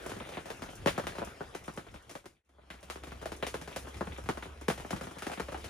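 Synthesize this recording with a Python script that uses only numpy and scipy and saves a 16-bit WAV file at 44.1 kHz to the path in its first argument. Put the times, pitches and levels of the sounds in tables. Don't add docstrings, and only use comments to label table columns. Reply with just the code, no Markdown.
import sys
import numpy as np
from scipy import signal
from scipy.fft import rfft, irfft
from scipy.io import wavfile
from scipy.ndimage import uniform_filter1d

SR = 44100
rng = np.random.default_rng(int(sys.argv[2]) if len(sys.argv) > 2 else 0)


def volts(x):
    e = np.asarray(x, float) / 20
    return 10 ** e


def master(y):
    cut = np.clip(np.atleast_2d(y).T, -1, 1)
    pcm = np.round(cut * 32767)
    wavfile.write(sys.argv[1], SR, pcm.astype(np.int16))


N = 250929
CUT_S = 2.43

# t/s, peak level/dB, splash 4-12 kHz level/dB, ring f/Hz
MID_PANEL_DROPS = [(.06, -32, -25, 320), (.164, -36, -23, 200), (.686, -38, -33, 245),
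                   (.859, -14, -23, 560), (1.037, -35.5, -20, 190), (1.151, -37, -19, 600),
                   (1.183, -24.5, -26, 390), (1.27, -34.5, -27, 277), (1.941, -39, -17.5, 270),
                   (2.256, -38.5, -13, 405), (2.545, -63, -41, 435), (2.738, -42.5, -19, 207),
                   (3.069, -37.5, -18, 277), (3.118, -34, -21, 244), (3.214, -39.5, -15, 390),
                   (3.613, -36, -12.5, 195), (3.711, -41, -15, 626), (3.847, -41, -29.5, 453),
                   (4.07, -31.5, -26, 248), (4.258, -37, -20, 209), (4.682, -17, -16, 450),
                   (4.929, -22, -42, 170), (5.166, -37, -40, 299), (5.484, -31.5, -25, 570)]
# t/s, peak level/dB, splash level/dB, ring f/Hz
SLOPE_DROPS = [(.094, -35, -13.5, 697), (.32, -36, -19, 560), (.62, -26.5, -20.5, 254),
               (1.217, -23.5, -40, 550), (1.548, -30, -16.5, 347), (1.679, -26, -28, 254),
               (1.774, -26.5, -23.5, 350), (2.11, -40.5, -9.5, 282), (2.152, -30.5, -17.5, 530),
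               (2.242, -48, -29, 401), (2.957, -32, -23, 397), (3.256, -26.5, -18, 610),
               (3.318, -28, -19, 380), (3.541, -23.5, -20, 450), (3.675, -31.5, -19, 400),
               (3.761, -26, -12, 560), (4.182, -31.5, -29, 412), (4.288, -16, -23.5, 400),
               (4.372, -29, -22.5, 269), (4.7, -18, -21, 486), (4.906, -25.5, -13.5, 396),
               (5.01, -28.5, -19, 254), (5.266, -25, -17, 416), (5.397, -22, -20.5, 403),
               (5.52, -32, -18, 530)]
# t/s, peak level/dB, splash level/dB, ring f/Hz
LIGHT_SLOPE_DROPS = [(.289, -36, -15.5, 440), (.456, -35.5, -16, 640), (0.66, -41.5, -16.5, 440),
                     (.729, -46, -35, 754), (2.633, -54.5, -39, 199), (2.828, -44, -10, 563),
                     (3.87, -35, -23, 240), (3.968, -40.5, -12.5, 393), (4.119, -48, -21, 172),
                     (4.455, -35, -25, 377), (4.612, -37, -20, 349), (5.035, -34, -35, 397),
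                     (5.069, -30.5, -24, 256)]
# t/s, peak level/dB, splash level/dB, ring f/Hz
SEAM_DROPS = [(.116, -28.5, -22, 242), (.481, -40, -16.5, 721), (.502, -29, -15.5, 440),
              (.872, -16, -16, 610), (.996, -29, -23, 685), (1.068, -21.5, -18.5, 179),
              (1.866, -41, -28, 503), (2.094, -43.5, -4.5, 674), (2.492, -56.5, -26, 266),
              (2.899, -27.5, -13.5, 1150), (3.035, -35.5, -15, 307), (3.226, -32.5, -36, 501),
              (3.466, -26.5, -10.5, 427), (4.35, -42, -30, 230), (4.776, -37.5, -11, 715),
              (4.798, -34.5, -17.5, 920), (4.962, -34.5, -13.5, 345), (5.184, -39.5, -7, 161),
              (5.221, -29.5, -13.5, 1390), (5.316, -30, -15.5, 583), (5.333, -31.5, -15, 1460),
              (5.544, -26, -30, 800), (5.642, -33.5, -12, 587)]
# t/s, peak level/dB, splash level/dB, ring f/Hz
SODDEN_DROPS = [(.204, -31.5, -44, 500), (.978, -19, -23.5, 530), (1.406, -25, -32, 433),
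                (1.946, -40, -44, 253), (2.583, -49.5, -51, 600), (4.008, -20, -30.5, 387),
                (4.847, -32, -29, 209), (5.11, -37, -17, 288), (5.574, -39.5, -15, 580)]
# t/s, peak level/dB, splash level/dB, ring f/Hz
TAUT_DROPS = [(.345, -41, -16, 331), (.37, -25.5, -31.5, 179), (.814, -50, -19, 339),
              (.881, -20.5, -22, 170), (1.12, -41, -25.5, 1710), (2.702, -35.5, -17, 1630),
              (3.425, -22.5, -23, 510), (3.431, -31.5, -23, 540), (3.942, -42, -16, 151),
              (4.424, -34, -19, 1200), (5.246, -44, -12, 358), (5.297, -29, -35, 750),
              (5.374, -31.5, -27, 285)]
# thump 100-300 Hz level/dB, slap 1.8-4 kHz level/dB, extra echo level/dB
PLACE_COLOURS = [
    (-5.5, -14., 0.4),
    (-10.5, -14.5, -0.03),
    (-8, -15, -0.1),
    (-20, -12, -1),
    (-10, -18.5, 0.4),
    (-9.5, -7.5, -0.3),
]
# splash level/dB, slap level/dB, thump level/dB
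USUAL_DROP_DB = (-18.5, -13.5, -12)


def large_drops(early_s=.0007):
    tables = (MID_PANEL_DROPS, SLOPE_DROPS, LIGHT_SLOPE_DROPS, SEAM_DROPS, SODDEN_DROPS, TAUT_DROPS)
    t_s, peak_db, splash_db, ring_hz = np.transpose(sum(tables, []))
    thump_db, slap_db, echo_db = np.repeat(PLACE_COLOURS, [len(rows) for rows in tables], axis=0).T
    usual_splash_db, usual_slap_db, usual_thump_db = USUAL_DROP_DB
    unfaded_db = peak_db - fader_db(t_s) - 6.0

    splash_db = splash_db - usual_splash_db
    slap_db = slap_db + 0.53 * splash_db + 0.0019 * (unfaded_db + 32)
    echoes_db = echo_db + np.clip(0.3 - 0.17 * (unfaded_db + 18.5), -1.5, 9.)
    sounds = strikes(splash_db, slap_db - usual_slap_db, thump_db - usual_thump_db, ring_hz, echoes_db)

    out = np.zeros((2, N + STRIKE_LEN))
    starts = np.round((t_s - early_s) * SR).astype(int).clip(0)
    for k, at in enumerate(starts):
        out[:, at:at + STRIKE_LEN] += volts(unfaded_db[k]) * sounds[:, k]
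    return out[:, :N]


STRIKE_LEN = 12288
# f/Hz, level/dB
CLOTH_SPECTRUM = [(40, -15), (80, -10), (180, 2.5), (300, -2), (550, -1.5), (1400, -4), (1900, -7),
                  (2800, -13), (4800, -21.5), (9500, -25.5), (16000, -34.5)]
# f/Hz, width/Hz, level/dB
PANEL_MODES = [(170, 13, 2.5), (350, 180, 4.5), (546, 72, 3), (667, 55, 3), (1072, 200, -1.5)]
# f/Hz, t60/s
ECHO_DECAY = [(150, 0.12), (450, 0.077), (1300, .12), (3500, 0.18), (9000, 0.24)]


def strikes(splash_db, slap_db, thump_db, ring_hz, echoes_db, lag_s=0.005953):
    hz = np.fft.rfftfreq(STRIKE_LEN, 1 / SR)
    echoes = cloth_echoes(len(slap_db), hz)
    echo_tilt_db = read([(150, -4.5), (500, -1.5), (2000, 1.9), (6000, 5.0)], hz)
    echoes *= volts(echoes_db[:, None, None] + echo_tilt_db)

    tilt_db = np.array([
        read([(170, thump), (330, 0.012), (1500, 0.008), (2200, slap), (3800, slap), (5500, splash)], hz)
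        for splash, slap, thump in zip(splash_db, slap_db, thump_db)])
    bending = 4j * np.pi * lag_s * 300 ** 1.5 / np.sqrt(hz + 100)
    start_phase_rad = 0.76
    spread = np.exp(bending + 1j * start_phase_rad - 2j * np.pi * hz * .0017)
    panels = 1 + sum((volts(db) - 1) * mode(hz, f, width) for f, width, db in PANEL_MODES)
    cloth = volts(read(CLOTH_SPECTRUM, hz)) * spread * panels

    spot_hz = ring_hz[:, None]
    pulse = cloth * volts(tilt_db) * (1 + 1.13 * mode(hz, spot_hz, 40 + 0.16 * spot_hz))
    mid = pulse * (1 + echoes[:, 0])
    side = pulse * np.sqrt(1 + volts(-2 * echoes_db))[:, None] * echoes[:, 1]
    cloth_peak = abs(irfft(cloth * (hz > 300) * (hz < 1500))).max()
    return irfft(ports(mid, side, hz)) / cloth_peak


def cloth_echoes(count, hz, gap_s=.0022, rise_s=0.00057, uneven_db=2.5, spray_hz=2500.):
    t = np.arange(STRIKE_LEN) / SR
    luck, sign, size = rng.random((count, 2, STRIKE_LEN, 3)).transpose(3, 0, 1, 2)
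    dense = np.minimum((1 + t / .015) / (gap_s * SR), 1)
    size_gain = volts(uneven_db * np.minimum(-np.log(size + 1e-9), 1.5))
    grain = np.sign(sign - .5) * size_gain * (1 - np.exp(-(t / rise_s) ** 2))
    taps = grain * (luck < dense) / np.sqrt(dense)
    spray = grain * (luck < .15) / np.sqrt(.15)

    echoes = 0
    for k, (band_hz, t60_s) in enumerate(ECHO_DECAY):
        share = read([(f, float(j == k)) for j, (f, _) in enumerate(ECHO_DECAY)], hz)
        fall = volts(-60 * t / t60_s) + volts(-32.5 - 60 * t / .5)
        source = spray if band_hz > spray_hz else taps
        echoes = echoes + share * rfft(source * fall) / np.linalg.norm(fall)
    return echoes / np.sqrt(np.mean(abs(echoes[..., 100:1500]) ** 2, axis=(1, 2), keepdims=True))


# t/s, far rain level/dB
RAIN_LEVEL = [(0, -47.5), (.5, -53.5), (.8, -54), (1.2, -51), (1.5, -56), (2.05, -56.5), (2.4, -57),
              (2.85, -52), (3.35, -54), (3.9, -50.5), (4.4, -52), (4.6, -55.5), (4.85, -48), (5.15, -52.5),
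              (5.69, -48)]


def fine_drops(count=16, per_s=140., spread_db=5.):
    tones_db = 9.6 * rng.standard_normal((3, count)) + [[-4.], [-2.5], [-3.]]
    ring_hz = 250 * 3.9 ** rng.random(count)
    sounds = strikes(*tones_db, ring_hz, np.full(count, -.5))
    size = volts(spread_db * np.minimum(rng.exponential(1, N), 2)) * (rng.random(N) < per_s / SR)
    patch = rng.integers(0, count, N)
    out = 0
    for k in range(count):
        hits = (size * (patch == k))[None]
        out = out + signal.fftconvolve(hits, sounds[:, k], axes=1)[:, :N]
    return volts(curve(RAIN_LEVEL) - 5.5) * evened(out)


# f/Hz, level/dB
WASH_SPECTRUM = [(18, -60), (35, -6.5), (75, 6.5), (145, -10.5), (400, -8), (760, -15.5), (1320, -15.5),
                 (3300, -21), (4200, -26.5), (7000, -31), (9500, -32), (16000, -44.5)]


def far_rain(patchy_db=3.5):
    frames, hz = N // 256 + 5, np.fft.rfftfreq(1024, 1 / SR)[:, None]
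    a, b, c, d, patches = rng.standard_normal((frames, 513, 5)).T
    patches = evened(uniform_filter1d(uniform_filter1d(patches, 12, 0), 12, 1))
    over_usual_db = np.resize(curve(RAIN_LEVEL)[::256] + 53.5, frames)
    hiss_db = -0.07 * over_usual_db * read([(1200, 0.092), (3000, 0.84)], hz)
    z = ports(a + 1j * b, c + 1j * d, hz)
    z = z * volts(read(WASH_SPECTRUM, hz) + hiss_db + patchy_db * patches)
    wash = signal.istft(z, nperseg=1024, noverlap=768)[1][:, :N]
    return volts(curve(RAIN_LEVEL)) * evened(wash)


# t/s, level/dB
HUM_LEVEL = [(0, -64), (.25, -70), (.55, -76), (.9, -59), (1.05, -78), (1.22, -60), (1.45, -65.5),
             (2.4, -72), (2.5, -55.5), (3.2, -53.5), (3.6, -57.5), (4.2, -52), (4.45, -54.5), (4.72, -52.5),
             (4.85, -60.5), (5.2, -65), (5.55, -49.5), (5.69, -60)]


def hum(hz=67.84, width_hz=5.1, broad_hz=30.):
    z, f = rfft(rng.standard_normal(N)), np.fft.rfftfreq(N, 1 / SR)
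    broad = evened(irfft(z / (1 + (2 * (f - hz) / broad_hz) ** 2), N))
    narrow = evened(irfft(z / (1 + (2 * (f - hz) / width_hz) ** 2), N))
    narrow /= np.sqrt(uniform_filter1d(narrow ** 2, 6000))
    return volts(curve(HUM_LEVEL)) * np.where(np.arange(N) < CUT_S * SR, broad, narrow)


def fader_db(t_s):
    before = t_s < CUT_S
    travel_s = np.where(before, 0.83, 0.9)
    open_db = np.where(before, 3, -0.04)
    bend = np.where(before, 0.9, 0.84)
    travel = np.clip(abs(t_s - CUT_S) / travel_s, 1e-4, 1)
    closed_db = -42
    return np.maximum(open_db + 20 * bend * np.log10(travel), closed_db)


# f/Hz, level/dB
PORT_SIDE = [(60, -15), (160, -15.5), (300, -11), (700, -0.7), (1300, -4), (3000, -4), (6500, -5),
             (8200, 0), (9900, -3.5), (10700, -20), (13500, -16.5), (14200, -2), (15600, -2.5),
             (16400, -18)]
# f/Hz, level/dB
PORT_MID = [(6500, -1), (7500, -2.5), (8250, -6), (9200, 1), (10200, -0.5), (11500, -5.5), (14800, -1),
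            (15500, -12.5), (16500, -19)]
# f/Hz, share
PORT_LINK = [(100, .5), (600, .3), (2500, 0.56), (6000, .5), (8000, .3), (12000, .3)]


def ports(a, b, hz, turn_rad=1.0):
    link = np.clip(read(PORT_LINK, hz), 0, 1)
    side = volts(read(PORT_SIDE, hz)) * (link * np.exp(1j * turn_rad) * a + np.sqrt(1 - link ** 2) * b)
    mid = volts(read(PORT_MID, hz)) * a
    return np.array([mid + side, mid - side])


def mode(hz, at_hz, width_hz):
    return 1 / (1 + 2j * (hz - at_hz) / width_hz)


def read(points, hz):
    f, value = np.transpose(points)
    return np.interp(np.log(hz + 1), np.log(f + 1), value)


def curve(rows):
    return np.interp(np.arange(N) / SR, *np.transpose(rows))


def evened(x):
    return x / np.sqrt(np.mean(x ** 2) + 1e-20)


def scene():
    mix = large_drops() + fine_drops() + far_rain() + volts(3.5) * hum()
    return volts(fader_db(np.arange(N) / SR)) * mix


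# f/Hz, level/dB
MASKING = [(2000, -32), (5000, -14), (8000, -7.5), (11000, -5), (14000, -3), (16000, -4)]


def thin_out(x, reach=90, attack_db=5.5, size=16):
    hz, _, z = signal.stft([x[0] + x[1], x[0] - x[1]], SR, "cosine", nperseg=2048)
    power = abs(z) ** 2
    around = uniform_filter1d(power.sum(0), reach, 0) * volts(2 * read(MASKING, hz))[:, None]
    band = uniform_filter1d(power, size, 1)[:, np.arange(len(hz)) // size * size]
    treble = power[0, hz > 4000].sum(0)
    attack = treble > volts(2 * attack_db) * np.roll(treble, 1)
    audible = (band > around) & (power > .12 * around * (hz > 5000)[:, None])
    kept = (audible & (hz < 15750)[:, None]) | attack
    kept &= (hz < 16500)[:, None]
    mid, side = signal.istft(z * kept, SR, "cosine", nperseg=2048)[1][:, :N]
    return np.array([mid + side, mid - side]) / 2


def roll_off(x):
    return signal.sosfilt(signal.butter(12, 16500, fs=SR, output="sos"), x)


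def record(dry, rumble_hz=34.):
    bass_cut = signal.butter(4, rumble_hz, "high", fs=SR, output="sos")
    mix = thin_out(signal.sosfilt(bass_cut, dry))
    return roll_off(mix)


dry = scene()
out = record(dry)
master(out)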